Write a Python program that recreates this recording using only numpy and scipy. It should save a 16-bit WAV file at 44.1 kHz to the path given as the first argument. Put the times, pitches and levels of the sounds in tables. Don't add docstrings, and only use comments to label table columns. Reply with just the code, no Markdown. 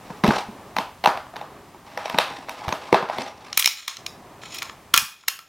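import sys
import numpy as np
from scipy import signal
from scipy.fft import rfft, irfft
from scipy.io import wavfile
from scipy.ndimage import uniform_filter1d

SR = 44100
rng = np.random.default_rng(int(sys.argv[2]) if len(sys.argv) > 2 else 0)


def persist_wave(psi):
    counts = np.round(np.clip(psi, -1, 1) * 32767).astype(np.int16)
    wavfile.write(sys.argv[1], SR, np.atleast_2d(counts).T)


N = 241708


def undb(db):
    return 10 ** (np.asarray(db) / 20)


def unit(x):
    return x / np.sqrt(np.mean(x ** 2))


def decay(t, t60):
    return np.exp(-np.log(1000) * t / t60)


def walk(rate_hz):
    hold = int(SR / rate_hz)
    steps = np.repeat(rng.standard_normal(N // hold + 1), hold)
    return 1.67 * uniform_filter1d(uniform_filter1d(steps, hold), hold)[:N]


def bands(edges_hz):
    return [signal.butter(3, pair, "band", fs=SR, output="sos") for pair in zip(edges_hz, edges_hz[1:])]


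def ring(modes, chance, scatter_db=3., detune=.02):
    hz, db, t60 = (column[:, None] for column in np.transpose(modes))
    gain_chance, pitch_chance = chance[0][:, None], chance[1][:, None]
    t = np.arange(SR // 6) / SR
    gain = undb(db + scatter_db * gain_chance) * decay(t, t60)
    return np.sum(gain * np.sin(2 * np.pi * hz * (1 + detune * pitch_chance) * t), axis=0)


def blows(times, band_db, contact_ms, modes, edges_hz, crack_db, rise, rung):
    out, filters, lead = np.zeros((2, N + SR)), bands(edges_hz), SR // 50
    t_ms = (np.arange(SR // 16) - lead) * 1000 / SR
    click = np.where(np.arange(SR // 25) == lead, 1., 0.)
    for s, levels_db, ms in zip(times, band_db, np.maximum(contact_ms, .2)):
        graze = undb(-13.5) * np.exp(-np.abs(t_ms) / 1.27)
        press = np.exp(np.minimum(-t_ms / ms, t_ms / (rise * ms)))
        contact = rng.standard_normal(len(t_ms)) * (graze + press)
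        body = ring(modes, rng.standard_normal((2, len(modes))))
        body[0] += undb(crack_db)
        sound = signal.fftconvolve(body, contact)
        at = int(s * SR) - lead
        for k, (sos, db) in enumerate(zip(filters, levels_db)):
            part, even = signal.sosfilt(sos, sound), signal.sosfilt(sos, click)
            sign = (-1) ** k
            part *= sign * undb(db) / np.abs(part).max()
            out[:, at:at + len(part)] += part * np.array([[1], [rung]])
            equal_energy = np.sqrt(np.sum(part ** 2) / np.sum(even ** 2))
            out[1, at:at + len(even)] += sign * even * equal_energy
    return out[:, :N]


def rub(strokes, fade_db, modes, grain_db, hiss_db, low_hz, high_hz, shift_db):
    t, level, sound = np.arange(N) / SR, np.zeros(N), 0
    for start, peak, end, db in strokes:
        swell_db = np.interp(t, [start, peak, end], [fade_db[0], 0, fade_db[1]])
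        gate = np.interp(t, [start, start + .005, end - .02, end], [0, 1, 1, 0])
        level += undb(db + swell_db) * gate
    for place in rng.standard_normal((3, 2, len(modes))):
        grains = rng.standard_normal(N) * undb(grain_db * walk(200) + shift_db * walk(30))
        body = ring(modes, place, scatter_db=5.)
        body[0] += undb(hiss_db)
        sound = sound + signal.oaconvolve(grains, unit(body))[:N]
    band = signal.butter(2, (low_hz, high_hz), "band", fs=SR, output="sos")
    return level * unit(signal.sosfilt(band, sound))


# (top band, relative to level_db)
KNOCKS = [(0.1038, -28, 0.5, -38), (0.2388, -9.5, 0.5, -20), (0.2442, -9.5, -6.5, -19.5),
          (0.2529, -20, 7, -13), (0.266, -19.5, 3, -11.5), (0.2781, -25.5, 14.5, 1), (0.2897, -13, -2, -22),
          (0.3075, -9.5, -8.5, -35), (0.7665, -10, -20.5, -16), (0.7858, -12, -8, -12.5),
          (1.0406, -12, -18.5, -15.5), (1.0467, -12.5, -46, -16), (1.0596, -2, -52, -17.5),
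          (1.0742, -11, -5.5, -17), (1.1745, -19, -23, -21), (1.268, -31, -15, -32),
          (1.3391, -28, -12, -40), (1.36, -26, -20, -19), (1.3658, -25.5, -17, -14.5),
          (1.4138, -23.5, -5.5, -22), (1.747, -36, -2.5, -37), (1.9758, -15.5, -39, -16),
          (2.0571, -19, -17, -20.5), (2.08, -27, -24, -15), (2.0985, -21, -22, -11),
          (2.1456, -17, -6.5, -23), (2.1786, -20.5, -8, -13), (2.1869, -5, -22, -9), (2.309, -30, -3, -30),
          (2.4866, -23.5, -14, -25), (2.4946, -24.5, -21.5, -3.5), (2.618, -24.5, -37.5, -49),
          (2.6495, -24, -14, -37), (2.6822, -15.5, -47, -19), (2.6904, -22, -3.5, -10.5),
          (2.726, -12, -12.5, -15), (2.8917, -27.5, -28, -45), (2.928, -4, -8, -19.5),
          (2.9448, -2.5, -14, -24.5), (3.0265, -16, -12.5, -31), (3.0888, -25.5, -25, -19),
          (3.0987, -11.5, -23, -35), (3.1685, -26, -7, -40), (3.1847, -17.5, -10.5, -16)]
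CASE_EDGES_HZ = (145, 560, 1500, 4700, 14500)
# pitch_hz, level_db (relative), t60_s
CASE_MODES = [(130, -29.5, 0.14), (211, 4.5, 0.055), (273.6, -0.5, 0.086), (377.4, 1, 0.089),
              (509, 0.5, 0.054), (645, -3.5, 0.061), (723.5, -5, 0.087), (844, 6, 0.037), (927, 2, 0.083),
              (1019, 3, 0.05), (1203, 9.5, 0.01), (1700, 10, 0.0032), (2270, 10.5, 0.0055),
              (2675, 0.5, 0.017), (2960, 4.5, 0.004), (3920, 7, 0.0037), (4800, 13, 0.0013),
              (5790, 9, 0.0072), (6460, 1.5, 0.025)]
# start_s, peak_s, end_s, level_db (at the peak);
# two rows have end_s before start_s, so their times are out of order for the interpolation
CASE_STROKES = [(.05, .11, 0.21, -44.5), (.25, .3, 0.43, -26.5), (1.28, 1.41, 1.2, -57),
                (1.86, 2.15, 2.7, -38), (2.22, 2.29, 2.17, -41), (2.48, 2.65, 2.79, -40),
                (2.74, 2.82, 3.3, -40), (3.08, 3.2, 3.33, -38.5), (3.34, 3.48, 3.54, -41)]
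# start_db, end_db
CASE_FADE_DB = (-10.5, -8.5)


def case():
    start, level_db, thud_db, sharp_db = np.transpose(KNOCKS)
    edge_db = 9.5 + 0.66 * sharp_db
    contact_ms = 1 - 0.036 * level_db
    band_db = np.transpose([level_db + thud_db, level_db, level_db + edge_db, level_db + sharp_db])
    knocks = blows(start, band_db, contact_ms, CASE_MODES, CASE_EDGES_HZ, crack_db=30.0, rise=0.62, rung=0.36)
    rubs = rub(CASE_STROKES, CASE_FADE_DB, CASE_MODES, grain_db=4.0, hiss_db=38.0,
               low_hz=424.0, high_hz=4630.0, shift_db=2.5)
    return knocks + rubs + squeaks() + thumps()


# start_s, end_s, start_pitch_hz, end_pitch_hz, level_db (peak)
SQUEAKS = [(3.23, 3.247, 6360, 5930, -41), (3.27, 3.3, 5400, 5780, -47)]


def squeaks():
    out = np.zeros(N)
    for start, end, start_hz, end_hz, db in SQUEAKS:
        n, at = int((end - start) * SR), int(start * SR)
        phase = 2 * np.pi * np.cumsum(np.linspace(start_hz, end_hz, n)) / SR
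        out[at:at + n] = undb(db) * np.hanning(n) ** .5 * np.sin(phase)
    return out


# start_s, level_db (before the modal gains), push_ms
THUMPS = [(.24, -7, 2), (.285, 3, 2.67), (.486, -14.5, 2.22), (2.14, -20.5, 2.9), (2.678, -10, 4.3),
          (2.927, 5.5, 0.88), (2.945, -15, 1.8), (3.186, -14, 1.9), (4.937, -28, 4.4), (4.976, -22.5, 4.1),
          (5.022, -25, 3.1)]
# pitch_hz, level_db (relative), t60_s
TABLE_MODES = [(89.5, 10, 0.064), (133.5, 9, 0.062), (209.4, 9.5, 0.078), (386, 20.5, 0.03),
               (466, 11, 0.049)]


def thumps(rise_ms=3.3):
    out, t = np.zeros(N + SR), np.arange(SR // 4) / SR
    hz, mode_db, t60 = (column[:, None] for column in np.transpose(TABLE_MODES))
    envelope = undb(mode_db) * (1 - np.exp(-t * 1000 / rise_ms)) * decay(t, t60)
    swings = envelope * np.sin(2 * np.pi * hz * t)
    for start, db, push_ms in THUMPS:
        at = int(start * SR)
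        fit = (2 * hz * push_ms / 1000) ** 2
        out[at:at + len(t)] += undb(db) * np.sum(swings * fit ** 2 * np.exp(-2 * fit), axis=0)
    return out[:N]


# start_s, level_db (peak of the third band), body_db (second band,
# relative to level_db), tick_db (top band, relative to level_db), contact_ms (fall time)
CLICKS = [(3.5293, -14, -20, -26, 1.2), (3.5757, -2.5, -13, 2, 1.8), (3.5963, -9, -16.5, 0, 7),
          (3.6253, -7.5, -30, -15, .5), (3.645, -7, -26, -19, 1.7), (3.6593, 1.5, -33, -4, .74),
          (3.6754, -2.5, -12.5, -13, .58), (3.8803, -14, -9.5, -8, 3.5), (3.9696, -23, -23, -17, 1.6),
          (4.0646, -14.5, -20, -12.5, 1.9), (4.4354, -32.5, 3, -23, 1.5), (4.5458, -23.5, -30, -6.5, 6),
          (4.5576, -27, -30, -5, 4), (4.586, -19.5, -35, -12, 6), (4.6218, -15, -6.5, -18, 2.6),
          (4.6285, -20.5, -5, -6, 2), (4.6968, -27.5, 0.5, -30, 1.8), (4.9407, 3.5, -10, -9, 1.9),
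          (4.9463, -3, -15.5, -13.5, 1.2), (4.952, -14.5, -33, -4, 1.2), (4.9635, -10, -27, -2, 1.4),
          (4.9766, 0.1, -19, -2, 1.6), (4.9839, -10, -18, -10, 1.2), (5.237, -44.5, 2.5, -14, 1.2),
          (5.283, -5.5, -14, -3, 3.2), (5.3909, -27, -7.5, -9.5, .9)]
PISTOL_EDGES_HZ = (250, 900, 2000, 6500, 16000)
# pitch_hz, level_db (relative), t60_s
PISTOL_MODES = [(1348, -1, 0.033), (2270, -10, 0.051), (2480, -2.5, 0.031), (3375, 1.5, 0.0086),
                (3960, 2.5, 0.0044), (4210, 4, 0.0061), (5370, -2.5, 0.012), (5920, -7, 0.016),
                (6900, 3.5, 0.0071), (8240, -9, 0.0037), (9050, -9, 0.016), (10500, -18, 0.029),
                (11000, -17, 0.071), (14740, -14, 0.014), (1083, -22.5, 0.27), (1345, -17.5, 0.22),
                (2570, -26, .09), (5600, -10, 0.029), (6470, -35, 0.065)]
# start_s, peak_s, end_s, level_db (at the peak)
PISTOL_STROKES = [(3.53, 3.62, 3.96, -32.5), (3.875, 3.89, 4.03, -36), (4.415, 4.47, 4.56, -37),
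                  (4.48, 4.56, 4.64, -34), (4.6, 4.67, 4.77, -42), (4.935, 4.96, 5.8, -45)]
# start_db, end_db
PISTOL_FADE_DB = (-11, -24)


def pistol():
    start, level_db, body_db, tick_db, contact_ms = np.transpose(CLICKS)
    thud_db = body_db - 17.5
    band_db = np.transpose([level_db + thud_db, level_db + body_db, level_db, level_db + tick_db])
    clicks = blows(start, band_db, contact_ms, PISTOL_MODES, PISTOL_EDGES_HZ, crack_db=31.5, rise=0.42, rung=1.0)
    scrapes = rub(PISTOL_STROKES, PISTOL_FADE_DB, PISTOL_MODES, grain_db=4.0, hiss_db=24.0,
                  low_hz=1440.0, high_hz=8900.0, shift_db=4.5)
    return clicks + scrapes


# centre_hz, t60_s, level_db (relative)
ROOM = [(149, 0.44, -11.5), (505, 0.3, 1.5), (908, 0.35, 3.5), (2330, 0.39, -0.5), (3970, 0.077, 6),
        (6700, 0.24, 0.5), (10200, 0.33, 0)]


def room(dry, wet_db, gap_ms=11.):
    t, tail = np.arange(SR // 2) / SR, 0
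    for hz, t60, db in ROOM:
        sos = signal.butter(1, (hz / 1.6, min(hz * 1.6, .45 * SR)), "band", fs=SR, output="sos")
        tail = tail + undb(db) * signal.sosfilt(sos, rng.standard_normal(len(t))) * decay(t, t60)
    tail *= 1 - np.exp(-(t * 1000 / gap_ms) ** 2)
    unit_energy_tail = tail / np.sqrt(np.sum(tail ** 2))
    return undb(wet_db) * signal.fftconvolve(dry, unit_energy_tail)[:N]


# time_s, level_db
HUM_SINK = [(0, 4), (3.552, -2.5), (3.6, -13), (3.975, -12.5), (3.986, 1), (4.93, 1), (4.98, -15),
            (5.48, -15)]


def sink_db():
    return np.interp(np.arange(N) / SR, *np.transpose(HUM_SINK))


# (per Hz, relative)
HUM = [(15, -51), (25, -18.5), (102, -6.5), (293, -8.5), (384, -8), (427, -8.5), (463, -12.5), (677, -9),
       (1190, -11), (1400, -19.5), (1740, -18.5), (4140, -28), (16000, -37)]


def hum():
    hz = np.arange(N // 2 + 1) * SR / N + 1
    shape_hz, shape_db = np.transpose(HUM)
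    shape = undb(np.interp(np.log(hz), np.log(shape_hz), shape_db))
    noise = unit(irfft(rfft(rng.standard_normal(N)) * shape, N))
    middle = signal.sosfiltfilt(signal.butter(1, (170., 1600.), "band", fs=SR, output="sos"), noise)
    sink = sink_db()
    wavering_middle = middle * undb(sink + 2 * walk(5.59))
    rumble_and_hiss = (noise - middle) * undb(1.05 * sink + 0.13 * walk(4.3))
    return undb(-47.5) * (wavering_middle + rumble_and_hiss)


def channel_hiss(hiss_db=-64.5, low_db=-73.0):
    treble = signal.butter(1, 4000., "high", fs=SR, output="sos")
    bass = signal.butter(2, 500., fs=SR, output="sos")
    hiss = unit(signal.sosfilt(treble, rng.standard_normal(N)))
    low = unit(signal.sosfilt(bass, rng.standard_normal(N)))
    sink = sink_db()
    return undb(hiss_db + 1.3 * sink) * hiss + undb(low_db + .6 * sink) * low


def scene():
    case_direct, case_to_room = case()
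    pistol_direct, pistol_to_room = pistol()
    case_sound = case_direct + room(case_to_room, wet_db=-8.5)
    pistol_sound = pistol_direct + room(pistol_to_room, wet_db=-14.0)
    mid = case_sound + pistol_sound + hum()
    side = channel_hiss()
    return np.array([mid + side, mid - side])


def record(dry):
    low_pass = signal.ellip(10, .2, 90, 16200, fs=SR, output="sos")
    return signal.sosfilt(low_pass, np.clip(dry, -1, 1))


dry = scene()
out = record(dry)
persist_wave(out)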